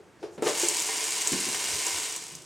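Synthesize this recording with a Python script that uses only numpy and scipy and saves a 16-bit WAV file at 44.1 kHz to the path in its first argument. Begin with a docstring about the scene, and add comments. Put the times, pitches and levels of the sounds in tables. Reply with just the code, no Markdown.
"""A plastic funnel knocks in the neck of a plastic bottle, then dry seed hisses down through it.
Thousands of tiny impacts make funnel and bottle ring, and single seeds tick off the rim.
Clumps of seed tap the bottle, the bottle bumps the table, and a hand rummages in the seed tub.
At the end the stream thins to a trickle. The room around it is quiet."""
import sys
import numpy as np
from scipy import signal
from scipy.fft import rfft, irfft
from scipy.io import wavfile

SR = 44100
rng = np.random.default_rng(int(sys.argv[2]) if len(sys.argv) > 2 else 0)


def unload_audio(sound):
    """Save the sound as a 16-bit wav file, at the path given as the first command line argument."""
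    columns = np.transpose(np.atleast_2d(sound))
    # keep every value between -1 and 1, then stretch to whole-number steps
    steps = np.round(np.clip(columns, -1, 1) * 32767)
    wavfile.write(sys.argv[1], SR, steps.astype(np.int16))


N = 108045

# The notes that seed rings in funnel and bottle. Each row: pitch in Hz, width in Hz, level in dB.
BODY_NOTES = [(342, 32, -1.5), (433.2, 35.7, 4), (580, 10, -20), (787, 17, -5.5), (986, 78, 2),
              (1536, 130, -11), (1836, 40, -6), (2130, 40, -5), (2305, 260, -6), (2840, 270, -5)]
CONTACT_S = 0.00087  # how quickly a struck note builds up


def undb(db):
    return 10 ** (np.asarray(db) / 20)


def unit(x):
    """Scale a sound to an average power of 1."""
    return x / np.sqrt(np.mean(x ** 2))


def gains(points, hz):
    """Read gains off a curve whose rows are frequency in Hz, level in dB."""
    curve_hz, db = np.array(points, float).T
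    return undb(np.interp(np.log(hz + 1), np.log(curve_hz), db))


def colour(x, points):
    """Shape bass and treble to follow a curve; white noise keeps its power."""
    size = 4096
    gain = unit(gains(points, np.fft.rfftfreq(size, 1 / SR)))
    # Folding the cepstrum keeps the filter from sounding ahead of a hit.
    cepstrum = irfft(np.log(gain))
    cepstrum[1:size // 2] *= 2
    cepstrum[size // 2 + 1:] = 0
    return signal.fftconvolve(x, irfft(np.exp(rfft(cepstrum))))[:len(x)]


def resonate(x, hz, width_hz):
    """Keep a band around one pitch, so that it rings."""
    return signal.lfilter(*signal.iirpeak(hz, hz / width_hz, fs=SR), x)


def soften(x, hz, order=1):
    """Gently turn down everything above hz."""
    return signal.lfilter(*signal.butter(order, min(hz, SR / 2 - 1), fs=SR), x)


def low_cut(x, hz):
    return signal.lfilter(*signal.butter(2, hz, "high", fs=SR), x)


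def fade(t, fade_s):
    """Die away by 60 dB in fade_s seconds, the fade time."""
    return np.exp(-np.log(1000) * t / fade_s)


def add(out, at_s, x):
    """Mix a sound in at a given time."""
    i = int(np.clip(at_s * SR, 0, N - 1))
    out[i:i + len(x)] += x[:N - i]


def blows(events, notes, rattle_curve):
    """Each blow rings an object's notes and rattles briefly; a softer contact is duller."""
    t = np.arange(SR // 2) / SR
    out = np.zeros(N)
    for at, db, cutoff_hz, rattle_db in events:
        detunes = 1 + 0.0023 * rng.standard_normal(len(notes))
        phases = 2 * np.pi * rng.random(len(notes))
        ring = sum(undb(note_db) * fade(t, fade_s) * np.sin(2 * np.pi * hz * detune * t + phase)
                   for (hz, note_db, fade_s), detune, phase in zip(notes, detunes, phases))
        ring = low_cut(ring * (1 - np.exp(-t / CONTACT_S)), notes[0][0])
        rattle = colour(rng.standard_normal(len(t)) * fade(t, 0.21), rattle_curve)
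        add(out, at, undb(db) * soften(ring / 2 + undb(rattle_db) * rattle, cutoff_hz))
    return out


def room_tone():
    """The faint, low, steady noise of a quiet room."""
    # Its colour. Each row: frequency in Hz, level in dB.
    tone_curve = [(25, -40), (70, -2), (130, 3.5), (230, 1.5), (350, 6), (700, -4), (1500, -7), (4000, -19),
                  (8000, -19.5), (15000, -37)]
    return undb(-56) * unit(colour(rng.standard_normal(N), tone_curve))


def funnel_knocks():
    """The funnel knocks in the bottle's neck, and its plastic rings and rattles."""
    # The knocks. Each row: start in seconds, level in dB, treble cutoff in Hz, rattle in dB.
    knocks = [(0.0, -39, 400, -10), (.228, -28, 590, -1.5), (.28, -40, 350, 0), (.322, -38.5, 400, -5),
              (.3785, -28.5, 600, -3), (.4225, -14, 920, -9.5), (.46, -17, 900, -2.5), (.468, -26, 1790, 5),
              (.486, -26.5, 1790, -2.5), (.6295, -14, 400, -16)]
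    # The funnel's notes. Each row: pitch in Hz, level in dB, fade time in seconds.
    funnel_notes = [(154, -27, 0.13), (344, -1, 0.14), (375, -12, 0.17), (430.8, -4, .15),
                    (450, -1.5, 0.051), (589.7, -12, 0.3), (649, -20, 0.31), (723, -22, 0.27),
                    (789, -17, 0.45), (886, -11.5, 0.34), (1010, -22, .1), (1350, -16, .08),
                    (1600, -19, 0.087), (1720, -17, 0.2)]
    # The rattle's colour. Each row: frequency in Hz, level in dB.
    rattle_curve = [(40, -48), (90, -27), (150, -16.5), (260, -12), (400, 5), (800, -3), (1300, -7),
                    (3000, -7.5), (8000, -11), (11000, -9), (15000, -34)]
    return blows(knocks, funnel_notes, rattle_curve)


def hand_noise(t):
    """Hand and sleeve rustle at the funnel; later the hand digs dully in the seed tub."""
    # Swells of noise. Each row: peak time in seconds, spread in seconds, level in dB, pitch in Hz.
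    swells = [(0.186, 0.037, -67, 1750), (0.248, 0.029, -58, 5100), (0.348, 0.025, -59, 6700),
              (1.747, 0.037, -53, 70.5), (1.96, 0.026, -57, 75.6), (1.707, 0.07, -56.5, 143),
              (2.36, .035, -57, 148)]
    out = np.zeros(N)
    for at, spread_s, db, hz in swells:
        band = resonate(rng.standard_normal(N), hz, hz * .6)
        band = unit(resonate(band, hz, hz * .6))
        out += undb(db) * np.exp(-.5 * ((t - at) / spread_s) ** 2) * band
    return out


def funnel_rub(t):
    """The funnel sticks and slips as it turns in the neck, giving a short hollow groan."""
    peak_s, spread_s, pitch_hz = .247, 0.016, 423
    roughness = 1 + 0.66 * unit(soften(rng.standard_normal(N), 85, order=2))
    swell = np.exp(-.5 * ((t - peak_s) / spread_s) ** 2)
    return undb(-37.5) * swell * roughness * np.sqrt(2) * np.sin(2 * np.pi * pitch_hz * t)


def table_bumps():
    """The bottle bumps the table, which thuds and rings low."""
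    # The bumps. Each row: start in seconds, level in dB, treble cutoff in Hz, thud in dB.
    bumps = [(.376, -38.5, 110, 11), (1.315, -23, 400, -21), (1.326, -22, 500, -12.5),
             (1.359, -44, 400, -16), (1.468, -33.5, 303, -1.5)]
    # The table's notes. Each row: pitch in Hz, level in dB, fade time in seconds.
    table_notes = [(132, -18, 0.19), (194, -2.5, 0.22), (228.3, -4.5, 0.18), (273, 1, 0.16),
                   (325, -13.5, 0.4), (357, -4, 0.22)]
    # The thud's colour. Each row: frequency in Hz, level in dB.
    thud_curve = [(30, -28), (70, -40), (130, -5.5), (230, -1), (400, 1), (800, -22), (3000, -68)]
    return blows(bumps, table_notes, thud_curve)


def seed_stream(flow):
    """Countless tiny impacts, denser as more seed flows, hiss and ring funnel and bottle."""
    # The colour of one impact. Each row: frequency in Hz, level in dB.
    impact_curve = [(40, -30), (110, -31.5), (220, -23), (600, -8), (1250, -10), (2200, -5.5), (3600, -5),
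                    (5000, -2), (7300, 0), (8700, -1), (10200, -9), (12500, -17.5), (15800, -26.5)]
    peak_hits_per_s, spread_db, ring_s = 5000, 3.5, 0.00016
    density = (flow / flow.max()) ** .45
    lands = rng.random(N) < density * peak_hits_per_s / SR
    hits = lands * undb(spread_db * np.clip(rng.standard_normal(N), -2, 2))
    energy = signal.lfilter([1], [1, -np.exp(-2 / (ring_s * SR))], hits ** 2)
    energy = energy / density / (np.mean(energy) / np.mean(density))  # only the flow sets loudness
    sliding = undb(-7.5) ** 2  # seeds rubbing past each other
    grains = flow * np.sqrt((energy + sliding) / (1 + sliding)) * rng.standard_normal(N)
    body = sum(undb(db) * resonate(grains, hz, width) for hz, width, db in BODY_NOTES)
    return colour(grains, impact_curve) + 2 * undb(-3.5) * low_cut(body, 237)


def rim_ticks(flow):
    """Single seeds strike the rim: a tiny high ring and a crack with a brief tail."""
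    # The hard ticks. Each row: start in seconds, level in dB, pitch in Hz.
    hard_ticks = [(.4237, -24, 7500), (.444, -23, 8000), (.5755, -18, 6600), (.5832, -18, 7800),
                  (.5984, -11, 6400), (.6168, -15, 6500), (.6267, -11, 7500), (.6432, -14, 6900),
                  (.6857, -7, 7800), (.688, -13, 7600), (.7467, -18, 8700), (.7701, -14, 7950),
                  (.7862, -17, 7500), (.7957, -15, 7200), (.8022, -14, 7600), (.8226, -14, 6400),
                  (.8683, -16, 7100), (.9694, -17, 8200), (1.0413, -15, 7800), (1.0522, -19, 8000),
                  (1.1074, -15, 8300), (1.2102, -18, 7000), (1.2159, -16, 7000), (1.2181, -15, 7200),
                  (1.2735, -8, 7700), (1.2808, -17, 8200), (1.3217, -11, 7700), (1.4037, -18, 7500),
                  (1.4885, -18, 8500), (1.548, -18, 7000), (1.7205, -17, 6300), (1.8667, -10, 7450),
                  (2.0568, -20, 7500), (2.1248, -22, 8000), (2.1628, -16, 7950), (2.2398, -28, 7500),
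                  (2.282, -29, 7500), (2.322, -29, 8500), (2.3523, -21, 6000), (2.4212, -34, 7500)]
    # The crack's colour. Each row: frequency in Hz, level in dB.
    crack_curve = [(500, -29), (3000, -20.5), (7500, 10.5), (11000, -3.5), (15000, -13.5)]
    bounces_per_s, ring_s, tail_s = 60, .00035, 0.0083
    bounces = []  # more ticks at random times, louder when more seed flows
    for when, softness, pitch in rng.random((int(bounces_per_s * N / SR), 3)):
        flow_db = 20 * np.log10(flow[int(when * N)])
        bounces.append((when * N / SR, flow_db + 6 - 8 * softness, 5500 + 3500 * pitch))
    t = np.arange(SR // 20) / SR
    decay = np.exp(-t / ring_s)
    tail = undb(-18) * np.exp(-t / tail_s)
    rings, crack_energy = np.zeros(N), np.zeros(N)
    for at, db, hz in hard_ticks + bounces:
        add(rings, at, undb(db) * decay * np.sin(2 * np.pi * hz * t))
        add(crack_energy, at, undb(db) ** 2 * ((0.53 * decay) ** 2 + tail ** 2))
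    cracks = np.sqrt(crack_energy) * rng.standard_normal(N)
    return low_cut(rings, 3500) + colour(cracks, crack_curve)


def seed_clumps():
    """Clumps of seed land in the bottle, ring it briefly and splash apart."""
    # The landings. Each row: start in seconds, ring level in dB, splash level in dB.
    landings = [(.888, -29.5, -40), (1.329, -39, -24), (1.544, -35, -30), (1.8665, -33.5, -40)]
    t = np.arange(SR // 4) / SR
    ring = sum(undb(db) * np.exp(-np.pi * width * t / 2) * np.sin(2 * np.pi * (hz * t + rng.random()))
               for hz, width, db in BODY_NOTES)
    ring = low_cut(ring * (1 - np.exp(-t / CONTACT_S)), 805)
    out = np.zeros(N)
    for at, ring_db, splash_db in landings:
        splash = soften(rng.standard_normal(len(t)), 6000, order=2) * fade(t, 0.11)
        add(out, at, undb(ring_db) * ring + undb(splash_db) * splash)
    return out


def room(x, echo_db):
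    """A furnished room adds a short, dense tail of echoes."""
    t = np.arange(SR // 2) / SR
    tail = soften(rng.standard_normal(len(t)), 9300) * fade(t, 0.77) * (1 - np.exp(-t / 0.0048))
    return x + undb(echo_db) * signal.fftconvolve(x, tail / np.sqrt(np.sum(tail ** 2)))[:N]


def microphones(x):
    """Two close microphones hear nearly the same; scattered echoes set them apart."""
    # The stereo width. Each row: frequency in Hz, level of the side signal against the middle in dB.
    width_curve = [(50, -23), (130, -3), (280, -19.5), (500, -12.5), (2000, -13), (4000, -8.5),
                   (7500, -26.5), (10000, -11.5), (13000, -5)]
    t = np.arange(SR // 5) / SR
    scatter = rng.standard_normal(len(t)) * fade(t, 0.19)
    side = signal.fftconvolve(x, scatter / np.sqrt(np.sum(scatter ** 2)))[:N]
    side = irfft(rfft(side, 2 * N) * gains(width_curve, np.fft.rfftfreq(2 * N, 1 / SR)))[:N]
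    return np.array([x + side, x - side])


def scene():
    """Mix the pouring seed and the handling sounds in the room, in stereo."""
    # How strongly the seed flows. Each row: time in seconds, level in dB.
    flow_curve = [(.395, -110), (.415, -58), (.43, -42.5), (.48, -31), (.53, -35.5), (.6, -29.5), (.8, -32),
                  (.92, -31.5), (1.35, -32), (1.65, -31.5), (1.95, -32), (2.06, -33.5), (2.2, -43),
                  (2.33, -48), (2.45, -56.5)]
    t = np.arange(N) / SR
    flow = undb(np.interp(t, *np.array(flow_curve).T))
    seeds = room(seed_stream(flow) + rim_ticks(flow) + seed_clumps(), echo_db=-10)
    handling = room(funnel_knocks() + funnel_rub(t) + table_bumps(), echo_db=-13)
    slightly_left = undb([[0.25], [-0.25]])
    return microphones(seeds + hand_noise(t) + room_tone()) + slightly_left * microphones(handling)


def record(dry):
    """Thin the deep bass and cut the highest treble."""
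    treble_cut = signal.ellip(10, .2, 80, 15900, fs=SR, output="sos")
    return signal.sosfilt(treble_cut, low_cut(dry, 39))


dry = scene()
out = record(dry)
unload_audio(out)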